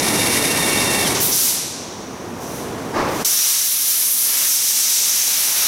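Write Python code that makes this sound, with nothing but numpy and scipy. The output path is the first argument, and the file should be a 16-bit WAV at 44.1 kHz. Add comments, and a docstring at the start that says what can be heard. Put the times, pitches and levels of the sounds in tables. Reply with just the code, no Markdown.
"""A pneumatic sealant gun in a large, echoing workshop: noise-made fans drone throughout.
At first an air motor whines (rotor harmonics) and blows (port-coloured noise), then runs down.
The gun spits short blasts of shaped noise with a ringing vent and falls quiet; soft puffs follow.
Among them a far thud, a burst of dull noise, rolls through the hall; then the gun hisses on.
Gain control ducks everything under a loud blast and slowly lets it swell again."""
import sys
import numpy as np
from scipy import signal
from scipy.fft import rfft, irfft, next_fast_len
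from scipy.io import wavfile
from scipy.ndimage import uniform_filter1d

SR = 44100
rng = np.random.default_rng(int(sys.argv[2]) if len(sys.argv) > 2 else 0)


def persist_wave(psi):
    """Save psi, clipped to +-1, as 16-bit WAV."""
    counts = np.round(np.clip(psi, -1, 1) * 32767).astype(np.int16)
    wavfile.write(sys.argv[1], SR, np.atleast_2d(counts).T)


N = 250047

# Colour of the fans' drone: frequency_hz, relative_density_db
FAN_COLOUR = [(25, -24), (70, -10.5), (105, -4), (150, -3), (270, 0), (400, -2), (600, -6.5), (1000, -8),
              (1400, -14.5), (2200, -20), (3300, -24.5), (5000, -29), (7500, -30.5), (10000, -30),
              (16000, -38.5)]
# Colour of the motor's exhaust: frequency_hz, relative_density_db
EXHAUST_COLOUR = [(100, -17), (280, 3), (550, -1), (900, 1.5), (1400, -5.5), (1900, 0.5), (3000, -3.5),
                  (4200, -0.5), (7500, -4), (11000, -2), (12500, -4.5), (14500, -14.5), (16000, -15)]
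# Resonances of the motor's exhaust port: frequency_hz, width_hz, gain_db
EXHAUST_PORT = [(2000, 310, 3), (2247, 115, 10), (3670, 100, 7.5), (5450, 190, 4), (8600, 550, 6),
                (9500, 340, -3), (9940, 260, 7), (10700, 560, 5)]
# How strongly the motor's housing passes a harmonic: frequency_hz, gain_db
MOTOR_HOUSING = [(1400, -15), (1830, -4.5), (2300, -14), (2745, -1.5), (3200, 11), (3660, -4), (4100, 6),
                 (4500, -26)]
# Stereo lean of drone and exhaust, mostly to the right: frequency_hz, left_re_right_db
LEAN = [(120, -0.5), (400, -1.7), (1200, 0.1), (6000, -0.47)]
# Colour of the gun's jet: frequency_hz, relative_density_db
JET_COLOUR = [(100, -24.5), (300, -19), (600, -16.5), (1100, -12.5), (2200, -9.5), (3600, -4.5),
              (5000, -1.5), (8300, -1.5), (10000, -1.5), (13000, -2.5), (14500, -6.5), (16000, -10)]
# Faint resonances of the gun's barrel: frequency_hz, width_hz, gain_db
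BARREL = [(2210, 250, 3), (2750, 370, 0.5), (3800, 550, 1.5), (4400, 300, -0.5), (9900, 540, 0.5)]
# The vent's hollow ring: frequency_hz, width_hz, relative_level_db
VENT = [(5720, 1070, 2), (6550, 490, -1.5)]
# Openings of the gun's valve, the last being the long hiss: start_s, length_s, attack_s, flow_db,
# rasp_db_per_octave below the ring, top_sizzle_db, vent_ring_db (the last two relative to flow)
BLASTS = [(1.148, 0.029, .005, -19.5, 6.5, -7.5, -1), (1.199, 0.041, 0.0044, -13, -1, 5.5, -10),
          (1.24, 0.076, .01, -23, -2, 7, -5.5), (1.305, 0.179, 0.025, -7, 0, 2.5, -6),
          (2.356, 0.24, 0.072, -31, 3.5, 0.5, -2), (3, 0.25, 0.19, -29.5, 8, -0.5, -4),
          (3.246, 2.53, 0.0032, 4.5, 0.35, 4, -3)]
# The long hiss changes colour as the gun is turned; swings are taken about the means:
# time_s, level_db around the vent's ring, treble_db and low_rasp_db relative to that level
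TURNING = [(3.27, -19.5, 1, -9), (3.52, -16, -0.5, -11), (3.68, -22.5, 5, -15.5), (3.9, -21.0, 4, -12),
           (4.13, -25, 9, -13.5), (4.3, -23.0, 4, -7), (4.56, -19, -1.0, -15), (5.03, -18.5, -3, -13.5),
           (5.35, -21, 2.5, -8.5), (5.55, -22.5, 1.5, -7.5), (5.66, -17, 0, -5)]
# Colour of the far thud: frequency_hz, relative_density_db
THUD_COLOUR = [(60, -9), (160, -7.5), (300, 4.5), (450, 0.5), (780, 0.5), (1080, 1.5), (1350, -6),
               (1700, -6.5), (2300, -11), (3300, -20.5), (5000, -19), (9000, -33), (16000, -40)]
# Side level used for the gun's noise, nearly mono in some bands: frequency_hz, side_re_mid_db
GUN_SIDE_LEVEL = [(60, -19), (450, -24), (1200, -61), (3300, -68), (4800, -52), (6200, -17), (9000, -14.5),
                  (10800, -17), (12000, -44), (15000, -58)]
# Side level used for fans, exhaust and thud, nearly mono in some bands: frequency_hz, side_re_mid_db
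BACKGROUND_SIDE_LEVEL = [(60, -24), (200, -25.5), (700, -22), (1300, -28), (2400, -63), (4400, -50),
                         (7000, -48), (9000, -10.5), (11500, -50), (15000, -45)]
# The hall's reverberation: frequency_hz, t60_s
HALL = [(250, 0.7), (1000, 1.7), (2200, 1.6), (3800, 1.6), (5600, 1.15), (8000, 0.97), (11000, 0.64),
        (15000, 0.31)]
# Microphone port resonance: frequency_hz, width_hz, gain_db
MICROPHONE = [(5890, 1070, 4.5)]

CUTOFF_HZ = 15850
TIME = np.arange(N) / SR  # seconds
SIZE = next_fast_len(N)
BIN_HZ = np.maximum(np.arange(SIZE // 2 + 1) * SR / SIZE, 1)

FANS_DB = -23
# the air motor runs until its air is cut, then coasts down (time constant)
MOTOR_CUT_S, MOTOR_COAST_S = 1.039, 0.22
ROTOR_START_HZ, ROTOR_SAG_HZ_PER_S = 922, 13
WHINE_START_DB, WHINE_SWELL_DB_PER_S, WHINE_FADE_DB_PER_S = -34, 7.5, 400
# its exhaust blows a little longer, until the line is empty
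EXHAUST_DB, EXHAUST_LAG_S, EXHAUST_FADE_DB_PER_S = -20.5, 0.068, 172
VALVE_CLOSING_DB_PER_S = 255
# share of the turning swings taken by jet, treble, rasp (per octave) and ring (on top of the jet's)
FLOW_FOLLOWS, SIZZLE_FOLLOWS, RASP_FOLLOWS, RING_FOLLOWS = 1, 1, 0.64, 0.7
# the far thud: one swell and fall
THUD_START_S, THUD_LENGTH_S, THUD_ATTACK_S = 2.92, 0.083, 0.045
THUD_FADE_DB_PER_S, THUD_DB = 452, -12.5


def from_db(db):
    """Decibels to gain."""
    return 10 ** (np.asarray(db) / 20)


def in_time(rows):
    """Each column of a curve, at every sample."""
    seconds, *columns = np.transpose(rows)
    return [np.interp(TIME, seconds, column) for column in columns]


def over_hz(points):
    """A table joined by straight lines in log frequency."""
    hz, value = np.transpose(points)
    return np.interp(np.log(BIN_HZ), np.log(hz), value)


def peaks(resonances):
    """Gain in dB of a few resonances."""
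    return sum(db / (1 + (2 * (BIN_HZ - hz) / width) ** 2) for hz, width, db in resonances)


def lag(x, seconds):
    """One-pole smoothing."""
    pole = np.exp(-1 / (seconds * SR))
    return signal.lfilter([1 - pole], [1, -pole], x)


def drift(rate_hz):
    """Slow random wander with spread 1, weakening above its rate."""
    count = N // 50
    hz = np.arange(count // 2 + 1) * SR / N
    spectrum = rfft(rng.standard_normal(count)) * (hz > 0) / (1 + (hz / rate_hz) ** 2)
    slow = irfft(spectrum, count)
    return np.interp(TIME, np.linspace(0, N / SR, count), slow / slow.std())


def turbulence(colour_db, side_level, lean_db=0):
    """Spectrum of nearly centred stereo noise of this colour; rms about 1 before side and lean."""
    mid, side = rfft(rng.standard_normal((2, SIZE)))
    gain = from_db(colour_db) * (BIN_HZ < CUTOFF_HZ)
    left_right = np.array([[1], [-1]])
    leaning_mid = mid * from_db(left_right * lean_db / 2)
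    pair = leaning_mid + left_right * side * from_db(over_hz(side_level))
    return pair * gain / np.sqrt(np.mean(gain ** 2))


def played(spectrum):
    """From a spectrum back to sound."""
    return irfft(spectrum, SIZE)[:, :N]


def fading(end_s, db_per_s):
    """Gain that holds until a moment, then falls evenly in dB."""
    return from_db(-np.minimum(db_per_s * np.maximum(TIME - end_s, 0), 200))


def envelope(start_s, length_s, attack_s, fade_db_per_s):
    """Attack, hold and release; the length counts from the start of the attack."""
    attack = np.clip((TIME - start_s) / attack_s, 0, 1)
    return attack * fading(start_s + length_s, fade_db_per_s)


def lingering(level, t60, echo_share):
    """The hall stores part of a sound's energy and gives it back as a decay."""
    share = np.clip(echo_share, 0, 1)
    echo_power = lag(level ** 2, t60 / np.log(1e6))
    return np.sqrt((1 - share) * level ** 2 + share * echo_power)


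def in_hall(noise, level_db_at, echo_share, flutter_db):
    """Fluttering noise split into overlapping bands, each dying away at the hall's own rate there."""
    out, flutter = 0, drift(23)
    for k, (hz, t60) in enumerate(HALL):
        band = over_hz([(row[0], j == k) for j, row in enumerate(HALL)])
        # part of the flutter is common to all bands, part is the band's own
        level = from_db(level_db_at(hz) + flutter_db * (flutter + drift(35)))
        out = out + played(noise * band) * lingering(level, t60, echo_share)
    return out


def fans():
    """The steady drone of the workshop: low-heavy noise."""
    drone = turbulence(over_hz(FAN_COLOUR), BACKGROUND_SIDE_LEVEL, over_hz(LEAN))
    return from_db(FANS_DB) * played(drone)


def motor_exhaust():
    """Air rushing out through a ringing port until the line is empty."""
    fade = fading(MOTOR_CUT_S + EXHAUST_LAG_S, EXHAUST_FADE_DB_PER_S)
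    blowing = from_db(EXHAUST_DB + 1.55 * drift(40)) * fade
    colour_db = over_hz(EXHAUST_COLOUR) + peaks(EXHAUST_PORT)
    rush = played(turbulence(colour_db, BACKGROUND_SIDE_LEVEL, over_hz(LEAN)))
    return rush * lingering(blowing, t60=0.93, echo_share=0.17)


def motor_whine():
    """Rotor harmonics, coloured by the housing, that slide down as the motor stops."""
    coasting = np.exp(-np.maximum(TIME - MOTOR_CUT_S, 0) / MOTOR_COAST_S)
    rotor_hz = (ROTOR_START_HZ - ROTOR_SAG_HZ_PER_S * TIME) * coasting
    phase = 2 * np.pi * np.cumsum(rotor_hz * (1 + 0.00494 * drift(34.6))) / SR
    whine, scatter = 0, 0.48
    for k in range(2, 6):
        # reflections make each line swell and fade on its own
        line = (0.97 + scatter * drift(22)) * np.sin(k * phase)
        line = line + scatter * drift(10) * np.cos(k * phase)
        housing_db = np.interp(k * rotor_hz, *np.transpose(MOTOR_HOUSING))
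        whine = whine + from_db(housing_db) * line
    swell = from_db(WHINE_START_DB + WHINE_SWELL_DB_PER_S * TIME)
    return whine * swell * fading(MOTOR_CUT_S, WHINE_FADE_DB_PER_S)


def air_motor():
    """The motor's blowing exhaust and its whining rotor together."""
    return motor_exhaust() + motor_whine()


def turning():
    """Swings of level, treble and rasp about their means, during the long hiss."""
    hissing = TIME >= BLASTS[-1][0]
    return [(db - db[hissing].mean()) * hissing for db in in_time(TURNING)]


def gun():
    """Blasts of the air jet and its ringing vent; rasp, sizzle and ring shift as the gun is turned."""
    # valve openings as power, so that overlapping blasts add in energy
    openings = np.array([envelope(*row[:3], VALVE_CLOSING_DB_PER_S) for row in BLASTS]) ** 2
    flow_db, rasp_db, sizzle_db, ring_db = np.transpose(BLASTS)[3:]
    swing_db, treble_swing_db, rasp_swing_db = turning()

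    def all_blasts_db(each_db):
        power = from_db(each_db) ** 2 @ openings
        return 10 * np.log10(power + 1e-18) + FLOW_FOLLOWS * swing_db

    def level_db_at(hz):
        octaves_below = np.clip(np.log2(5600 / hz), 0, 2)
        top = np.clip((hz - 7800) / 2500, 0, 1)
        turned_db = octaves_below * RASP_FOLLOWS * rasp_swing_db
        turned_db = turned_db + top * SIZZLE_FOLLOWS * treble_swing_db
        return all_blasts_db(flow_db + octaves_below * rasp_db + top * sizzle_db) + turned_db

    jet_noise = turbulence(over_hz(JET_COLOUR) + peaks(BARREL), GUN_SIDE_LEVEL)
    jet = in_hall(jet_noise, level_db_at, echo_share=0.81, flutter_db=1.6)
    vent = sum(from_db(db) / (1 + (2 * (BIN_HZ - hz) / width) ** 2) for hz, width, db in VENT)
    ringing_db = all_blasts_db(flow_db + ring_db) + RING_FOLLOWS * swing_db + 2.3 * drift(22)
    ring_level = lingering(from_db(ringing_db), t60=2.8, echo_share=0.35)
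    ring = played(turbulence(20 * np.log10(vent), GUN_SIDE_LEVEL)) * ring_level
    return from_db(-1.0) * jet + from_db(-7.5) * ring


def thud():
    """A dull blow across the hall: a short noise burst, most of its energy given back as echo."""
    blow = envelope(THUD_START_S, THUD_LENGTH_S, THUD_ATTACK_S, THUD_FADE_DB_PER_S)
    level = lingering(from_db(THUD_DB) * blow, t60=1.4, echo_share=0.71)
    return played(turbulence(over_hz(THUD_COLOUR), BACKGROUND_SIDE_LEVEL)) * level


def scene():
    """Everything that sounds in the workshop."""
    return fans() + air_motor() + gun() + thud()


def gain_control(x, ceiling_db, release_db_per_s, attack_s, ahead_s):
    """Turns down just ahead of a loud sound and recovers slowly."""
    power = uniform_filter1d(np.mean(x ** 2, axis=0), int(0.02 * SR))
    over_db = np.maximum(10 * np.log10(np.abs(power) + 1e-12) - ceiling_db, 0)
    # hold each peak, letting it sink at the release rate
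    release_db = release_db_per_s * TIME
    held_db = np.maximum.accumulate(over_db + release_db) - release_db
    return x * from_db(-np.interp(TIME + ahead_s, TIME, lag(held_db, attack_s)))


def record(dry):
    """Microphone colour, gain control and a steep top cut."""
    coloured = played(rfft(dry, SIZE) * from_db(peaks(MICROPHONE)))
    levelled = gain_control(coloured, ceiling_db=-16.0, release_db_per_s=6.0,
                            attack_s=0.0082, ahead_s=0.013)
    return played(rfft(levelled, SIZE) / np.sqrt(1 + (BIN_HZ / CUTOFF_HZ) ** 200))


dry = scene()
out = record(dry)
persist_wave(out)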